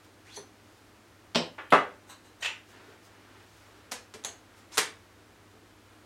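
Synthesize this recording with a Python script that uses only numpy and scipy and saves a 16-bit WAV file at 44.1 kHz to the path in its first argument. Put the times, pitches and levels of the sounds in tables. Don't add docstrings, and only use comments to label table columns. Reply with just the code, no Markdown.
import sys
import numpy as np
from scipy import signal
from scipy.fft import rfft, irfft
from scipy.io import wavfile
from scipy.ndimage import uniform_filter1d

SR = 44100
rng = np.random.default_rng(int(sys.argv[2]) if len(sys.argv) > 2 else 0)


def bounce(signal):
    frames = np.transpose(np.atleast_2d(signal))
    limited = np.clip(frames, -1, 1)
    pcm = np.round(limited * 32767).astype(np.int16)
    wavfile.write(sys.argv[1], SR, pcm)


N = 266849
TIME_S = np.arange(N) / SR
AGE_S = TIME_S[:SR // 2]
CUTOFF_HZ = 15900


# start and end in seconds, first and last groove rate in Hz, full-speed level in dB.
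PULL_SLIDE = (.243, .368, 1150, 5400, -52.5)
# peak time in seconds, length in seconds, peak level in dB.
BARREL_STROKES = [(.346, 0.07, -54), (.364, 0.024, -43.5)]
# start in seconds, level in dB, brightness in Hz.
PING_HITS = [(.364, -14.5, 15000)]
RELEASE_HITS = [(.368, -23, 3000), (.373, -13.5, 2500)]
# frequency in Hz, relative gain in dB.
BARREL_EQ = [(1500, -5), (1900, -5), (2600, -8), (4300, -3), (5200, -13), (6150, 1), (7500, -10),
             (9000, -13), (10400, -6), (11800, -23.8), (15000, -28)]
RELEASE_EQ = [(120, -30), (200, -13), (395, -13), (463, -14), (1060, -17), (1500, -32), (1780, -21),
              (3000, -34), (3900, -57), (6600, -120)]
# frequency in Hz, relative level in dB, T60 in seconds.
BARREL_RING = [(1860, -10, .2), (3354, -9, .2), (4210, -5, .22), (4393, -3, .22), (6083, 0, .26),
               (6170, -4, .22), (6616, -14, .3), (9679, -10, .17), (9792, -12, .15), (10720, -7, .2)]
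HOLDER_RING = [(280, -5, 0.14), (408, -2, 0.12), (512, 4, 0.13), (924, -2, .15)]

def pull_out():
    slide = groove_zip(PULL_SLIDE, hiss_db=-5.5, db_per_doubling=2)
    rub = through(friction(BARREL_STROKES, grit_db=3), body(BARREL_EQ, crack_db=0, crack_s=0.0017))
    ping = ringing(PING_HITS, BARREL_RING)
    pop = strike(RELEASE_HITS, RELEASE_EQ, crack_db=-0.65, crack_s=0.0026, modes=HOLDER_RING, ring_db=0)
    return slide + rub + ping + pop


# start in seconds, level in dB, brightness in Hz.
SET_DOWN_HITS = [(1.3475, -2.5, 12000), (1.3507, 0, 12000), (1.3565, 6, 14000), (1.368, 0.5, 1200)]
# frequency in Hz, relative gain in dB.
SET_DOWN_EQ = [(70, -21), (160, -7.5), (220, -1.5), (400, -7), (600, -4), (1000, -7.5), (1300, -11),
               (2100, -12), (2900, -8), (5400, -10.5), (6700, -26.5), (8000, -20.5), (9000, -37),
               (16000, -44)]
# frequency in Hz, relative level in dB, T60 in seconds.
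SET_DOWN_RING = [(169, -2.9, 0.25), (237, -0.2, 0.26), (408, -2.5, 0.23), (497, -8.9, 0.31),
                 (551, -5.7, 0.23), (580, -4.3, 0.21), (639, -3.6, 0.18), (909, -7.6, 0.29),
                 (1075, -10.1, 0.32), (1428, -13.6, 0.36), (2489, -11.5, 0.28), (2544, -9.6, 0.28),
                 (2696, -14.2, 0.33), (2857, -12.6, 0.36), (3062, -7.5, 0.35), (3249, -13.3, 0.34),
                 (3626, -10.9, 0.3), (3982, -11.8, 0.19), (4328, -12.4, 0.22), (5215, -12.0, 0.25),
                 (5524, -12.0, 0.2)]

def set_down():
    clatter = strike(SET_DOWN_HITS, SET_DOWN_EQ, crack_db=-0.31, crack_s=0.0038)
    return clatter + from_db(-2.5) * ringing(SET_DOWN_HITS, SET_DOWN_RING)


# start in seconds, level in dB, brightness in Hz.
NUDGE_HITS = [(1.5805, -8, 6000), (1.584, -14.5, 5000)]
TICK_HITS = [(1.7045, -15, 15000)]
KNOCK_HITS = [(1.722, -3, 6000), (1.724, 6, 3500), (1.7255, 12.2, 9000), (1.7355, 8, 9000)]
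# frequency in Hz, relative gain in dB.
NUDGE_EQ = [(300, -5.5), (600, -3.5), (900, -1), (1600, 1.5), (2400, -4.5), (3500, -13), (4500, -27.9),
            (6000, -28)]
TICK_EQ = [(1500, -17), (3100, 4), (4200, -3), (5500, -23), (7700, -11), (8700, -24), (9900, -7),
           (13000, -20)]
KNOCK_EQ = [(60, -24), (100, -22), (160, -4.5), (300, -2.5), (450, -0.3), (700, -1.5), (1200, 1),
            (1900, -6), (2300, -10), (3300, -15), (5000, -29), (8500, -33), (10000, -31.5), (14500, -45)]
# frequency in Hz, relative level in dB, T60 in seconds.
TABLE_AND_ROOM_RING = [(167, -13.3, 0.21), (271, -8.6, 0.29), (399, -3.5, 0.18), (469, -12.2, 0.26),
                       (497, -8.9, 0.31), (578, -6.5, 0.35), (621, -3.4, 0.28), (681, -3.2, 0.21),
                       (746, -3.9, 0.3), (866, -12.4, 0.27), (1014, -1.5, 0.22), (1037, -8.8, 0.24),
                       (1110, -13.9, 0.31), (1152, -4.8, 0.24), (1174, -0.2, 0.26), (1211, -3.1, 0.25),
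                       (1293, -2.7, 0.29), (1427, -12.6, 0.36), (1494, -13.7, 0.3), (1596, -14.6, 0.36),
                       (1619, -13.6, 0.36), (1686, -12.8, 0.3), (1742, -10.7, 0.23), (1773, -12.9, 0.31),
                       (1837, -15.6, 0.36), (1882, -6.8, 0.19), (2050, -12.6, 0.23), (2624, -17.3, 0.34)]

def table_knock():
    nudge = strike(NUDGE_HITS, NUDGE_EQ, crack_db=-21, crack_s=0.003)
    tick = strike(TICK_HITS, TICK_EQ, crack_db=-9, crack_s=0.0023)
    knock = from_db(0.5) * strike(KNOCK_HITS, KNOCK_EQ, crack_db=-21, crack_s=0.0033)
    direct = from_db(-3.5) * through(blows(KNOCK_HITS), colour(KNOCK_EQ))
    table_and_room = from_db(2.5) * ringing(KNOCK_HITS, TABLE_AND_ROOM_RING)
    return nudge + tick + knock + direct + table_and_room


# peak time in seconds, length in seconds, peak level in dB.
GRIP_STROKES = [(2.1, 0.062, -46), (2.255, 0.057, -56.5), (2.412, .022, -44.5)]
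DRAG_STROKES = [(2.43, 0.026, -29), (2.455, 0.03, -25.5)]
# start in seconds, level in dB, brightness in Hz.
SNAP_HITS = [(2.447, -4.5, 12000)]
# frequency in Hz, relative gain in dB.
GRIP_EQ = [(600, -6), (1550, -4), (2300, -12), (2900, -8), (3400, -16), (4000, -1), (4900, -24), (6500, -7),
           (7200, -15), (8200, -8), (10500, -25), (12500, -19), (15000, -34)]
CAP_EQ = [(300, -23), (700, -11), (1100, -13.5), (1500, -4), (2200, -7), (2650, 0.5), (3600, -8),
          (4600, -15.5), (7500, -16.5), (9000, -25), (10300, -43), (11800, -31), (16000, -51)]
# frequency in Hz, relative level in dB, T60 in seconds.
CAP_RING = [(1529, -6, .26), (1755, -9, .35), (2455, -1, .39), (2590, 1, .38), (2660, -2, .36),
            (2799, -3, .42), (5776, -16, .3), (7623, -16, .23)]

def cap_off():
    grip = through(friction(GRIP_STROKES, grit_db=7), body(GRIP_EQ, crack_db=-2.5, crack_s=0.0017))
    force = friction(DRAG_STROKES, grit_db=6.5) + blows(SNAP_HITS)
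    cap = body(CAP_EQ, crack_db=-0.28, crack_s=0.0029, modes=CAP_RING, ring_db=-13.5)
    return grip + through(force, cap)


# start and end in seconds, first and last groove rate in Hz, full-speed level in dB.
PUSH_SLIDE = (4.706, 4.772, 1400, 11300, -42)
# start in seconds, level in dB, brightness in Hz.
HANDLE_HITS = [(3.914, -15, 12000), (3.918, -4, 15000)]
RIM_HITS = [(4.2385, -17, 12000), (4.2475, -3, 15000)]
SEAT_HITS = [(4.139, -16.5, 9200), (4.142, -20.5, 12000), (4.7732, -0.5, 15000), (4.7797, 9.5, 13000)]
# frequency in Hz, relative gain in dB.
HANDLE_EQ = [(100, -40), (170, -26), (218, 4), (371, -20), (440, -4.5), (793, -1), (889, -1), (1080, -4.5),
             (1830, -4), (3180, -7.5), (6300, -5.5), (12300, -16), (16000, -32)]
RIM_EQ = [(300, -21), (450, -9.5), (800, -3), (1300, -10), (1900, -7), (2700, -11), (3900, -3),
          (5400, -17.5), (6500, 2.5), (7400, -6.5), (8700, -15.5), (10600, -12), (12500, -25.8),
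          (16000, -27)]
SEAT_EQ = [(130, -16), (260, -10), (440, -2), (600, -7.5), (1100, -0.5), (1800, -0.5), (2800, -3),
           (4500, -4.5), (7500, -6), (11000, -12), (14000, -16), (16000, -27)]
# frequency in Hz, relative level in dB, T60 in seconds.
RIM_RING = [(3430, -14, 0.36), (3820, -10, 0.17), (6444, -15, 0.36), (7200, -2, 0.12), (7900, -12, 0.1),
            (10100, -10, 0.12)]
SCOPE_RING = [(436, 0.1, 0.25), (1016, -1.7, 0.18), (1294, -2.4, 0.22), (1683, -1.6, 0.23),
              (1826, -2.8, 0.24), (1902, -4.7, 0.24), (1945, -5.1, 0.26), (1980, -6.0, 0.25),
              (2355, -6.0, 0.31), (2417, -8.1, 0.26), (2790, -2.4, 0.22), (2826, -8.2, 0.33),
              (3273, -7.8, 0.3), (3310, -6.1, 0.2), (3554, -6.4, 0.22), (3939, -2.9, 0.24),
              (4681, -8.7, 0.23), (5089, -4.3, 0.17)]

def push_in():
    handle = strike(HANDLE_HITS, HANDLE_EQ, crack_db=1, crack_s=0.011)
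    rim = strike(RIM_HITS, RIM_EQ, crack_db=1.7, crack_s=0.0032, modes=RIM_RING, ring_db=-12)
    slide = groove_zip(PUSH_SLIDE, hiss_db=0, db_per_doubling=6)
    clack = strike(SEAT_HITS, SEAT_EQ, crack_db=1.8, crack_s=0.0087)
    scope = from_db(-11.5) * ringing(SEAT_HITS, SCOPE_RING)
    return handle + rim + slide + clack + scope


# frequency in Hz, relative gain in dB.
SLIDE_EQ = [(800, 2), (2000, 0), (7000, -1.5), (10500, -10), (15000, -22)]

def groove_zip(slide, hiss_db, db_per_doubling, fade_s=0.018):
    start_s, end_s, first_hz, last_hz, db = slide
    rate_hz = np.interp(TIME_S, [start_s, end_s], [first_hz, last_hz])
    touching = np.clip(np.minimum(TIME_S - start_s, end_s - TIME_S) / fade_s, 0, 1)
    gain = touching * from_db(db + db_per_doubling * np.log2(rate_hz / last_hz))
    jittered_hz = rate_hz * (1 + 0.07 * waver(2500))
    grooves = gain * np.sin(2 * np.pi * np.cumsum(jittered_hz) / SR)
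    hiss = from_db(hiss_db) * through(slipping(gain, grit_db=3), colour(SLIDE_EQ))
    room = unit_energy(signal.unit_impulse(len(AGE_S)) + room_tail())
    return through(grooves + hiss, room)


# start in seconds, level in dB, brightness in Hz.
BUMP_HITS = [(2.875, -23.5, 900), (4.141, -17.5, 1510), (4.25, -19.5, 1500), (5.535, -27.5, 895)]
# frequency in Hz, relative gain in dB.
BUMP_EQ = [(120, -1), (210, 1), (450, 8), (700, 4), (2000, -62)]
# frequency in Hz, relative level in dB, T60 in seconds.
MOUNT_RING = [(208, 11.7, 0.2), (232, 3, 0.33), (437.3, 8.3, 0.27)]

def mount_bumps():
    return strike(BUMP_HITS, BUMP_EQ, crack_db=-1, crack_s=0.0022, modes=MOUNT_RING, ring_db=1.5)


# peak time in seconds, length in seconds, peak level in dB.
SLEEVE_STROKES = [(2.74, 0.2, -55.5), (2.86, 0.27, -56.5), (3.17, 0.59, -59.5), (3.35, .24, -63),
                  (3.75, 1, -61.5), (4.57, .36, -62.5), (5.92, 0.38, -63.5)]
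FINGER_STROKES = [(.045, 0.048, -63), (.76, 0.42, -69), (2.7, 0.084, -59.5), (2.86, .3, -69),
                  (3.05, 0.083, -60.5), (3.57, 0.78, -66), (4.58, .08, -61)]
# frequency in Hz, relative gain in dB.
SLEEVE_EQ = [(150, -13), (300, 1), (700, -2.5), (1500, 1.5), (3000, -7.5), (6000, -18.5), (12000, -42)]
FINGER_EQ = [(1000, -30), (3500, 2), (7000, 0), (12000, -10.5), (16000, -10)]

def hands():
    sleeve_slips = friction(SLEEVE_STROKES, grit_db=6)
    finger_slips = friction(FINGER_STROKES, grit_db=6)
    sleeve = through(sleeve_slips, body(SLEEVE_EQ, crack_db=-7, crack_s=0.0022))
    fingers = through(finger_slips, body(FINGER_EQ, crack_db=0, crack_s=0.0037))
    return sleeve + fingers


def strike(hits, spectrum, **body_settings):
    return through(blows(hits), body(spectrum, **body_settings))


def blows(hits, size=256):
    force = np.zeros(N)
    for start_s, db, bright_hz in hits:
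        lowpass = signal.butter(2, bright_hz, fs=SR)
        start = round(start_s * SR)
        force[start:start + size] += from_db(db) * signal.lfilter(*lowpass, signal.unit_impulse(size))
    return force


def ringing(hits, modes):
    hardest = max(hits, key=lambda hit: hit[1])
    return through(blows([hardest]), ring(modes))


def ring(modes, swell_s=0.00092):
    sines = sum((-1) ** k * from_db(db - 60 * AGE_S / t60_s) * np.sin(2 * np.pi * hz * AGE_S)
                for k, (hz, db, t60_s) in enumerate(modes))
    return unit_energy(sines * (1 - np.exp(-AGE_S / swell_s)))


def body(spectrum, crack_db, crack_s, modes=None, ring_db=-6):
    crack = unit_energy(rng.standard_normal(len(AGE_S)) * np.exp(-AGE_S / crack_s))
    flat = evened(from_db(crack_db) * crack + room_tail())
    response = unit_energy(through(flat, colour(spectrum)))
    return unit_energy(response + from_db(ring_db) * ring(modes)) if modes else response


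def friction(strokes, grit_db, rise_share=0.49):
    corners = [-rise_share, 0, 1 - rise_share]
    pressure = sum(from_db(db) * np.interp((TIME_S - peak_s) / length_s, corners, [0, 1, 0])
                   for peak_s, length_s, db in strokes)
    return slipping(pressure, grit_db)


def slipping(gain, grit_db):
    slips = rng.standard_normal(N) * from_db(grit_db * np.tanh(waver(900)))
    return gain * slips / np.std(slips)


# frequency in Hz, T60 in seconds.
ROOM_DECAY = [(100, 0.25), (300, 0.36), (800, 0.32), (2000, 0.32), (5000, 0.27), (9000, 0.24),
              (15000, 0.13)]

def room_tail(build_s=0.0018, size=32768, bands=8):
    hz = np.fft.rfftfreq(size, 1 / SR)
    white = rfft(rng.standard_normal(size))
    centres_hz = np.geomspace(100, CUTOFF_HZ, bands)
    tail = 0
    for centre_hz, share in zip(centres_hz, np.eye(bands)):
        band = irfft(white * at_hz(np.c_[centres_hz, share], hz))[:len(AGE_S)]
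        tail = tail + band * from_db(-60 * AGE_S / at_hz(ROOM_DECAY, centre_hz))
    return unit_energy(tail * (1 - np.exp(-AGE_S / build_s)))


# frequency in Hz, relative gain in dB.
AIR_EQ = [(25, -19), (40, -6), (65, 0.5), (100, -0.5), (140, -9), (200, -1.5), (310, 1), (500, -4),
          (850, -6.5), (1500, -7), (2500, -12.5), (5000, -17.5), (9000, -22.5), (16000, -30)]
# frequency in Hz, RMS level in dB.
HUM_LINES = [(50, -87), (62, -95), (88, -73), (102.3, -66), (306.8, -71), (344.5, -81.5)]

def background(hiss_db=-58):
    hum = sum(from_db(db) * np.sqrt(2) * np.sin(2 * np.pi * (hz * TIME_S + rng.random()))
              for hz, db in HUM_LINES)
    return hum + from_db(hiss_db) * through(rng.standard_normal(N), colour(AIR_EQ))


def from_db(db):
    return 10 ** (np.asarray(db) / 20)


def unit_energy(x):
    return x / np.sqrt(np.sum(x ** 2) + 1e-20)


def at_hz(points, hz):
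    known_hz, values = np.transpose(points)
    return np.interp(np.log(hz + 1e-3), np.log(known_hz), values)


def through(x, response):
    return signal.oaconvolve(x, response)[:len(x)]


def waver(rate_hz):
    return np.interp(TIME_S * rate_hz, np.arange(N), rng.standard_normal(N))


def minimum_phase(gain_db):
    cepstrum = irfft(gain_db * np.log(10) / 20)
    half = len(cepstrum) // 2
    folded = np.r_[cepstrum[0], 2 * cepstrum[1:half], np.zeros(half)]
    return irfft(np.exp(rfft(folded)))


def colour(spectrum, size=4096):
    hz = np.fft.rfftfreq(size, 1 / SR) + 1
    octaves_outside = np.abs(np.log2(hz / np.clip(hz, spectrum[0][0], spectrum[-1][0])))
    return unit_energy(minimum_phase(at_hz(spectrum, hz) - 20 * np.minimum(octaves_outside, 2)))


def evened(response, size=32768, smooth_bins=110):
    broad_power = uniform_filter1d(np.abs(rfft(response, size)) ** 2, size=smooth_bins)
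    return unit_energy(through(response, minimum_phase(-10 * np.log10(broad_power + 1e-12))))


# frequency in Hz, gain in dB.
WALL_EQ = [(50, -2), (100, 1), (168, 4), (200, -9), (240, 2), (315, -3), (400, 5), (520, 0)]

def scene():
    sources = pull_out() + set_down() + table_knock() + cap_off() + push_in() + mount_bumps() + hands()
    walls = minimum_phase(at_hz(WALL_EQ, np.fft.rfftfreq(len(AGE_S), 1 / SR)))
    return (through(sources, walls) + background())[None]


def record(dry):
    return signal.sosfilt(signal.ellip(10, .1, 80, CUTOFF_HZ, fs=SR, output="sos"), dry)


dry = scene()
out = record(dry)
bounce(out)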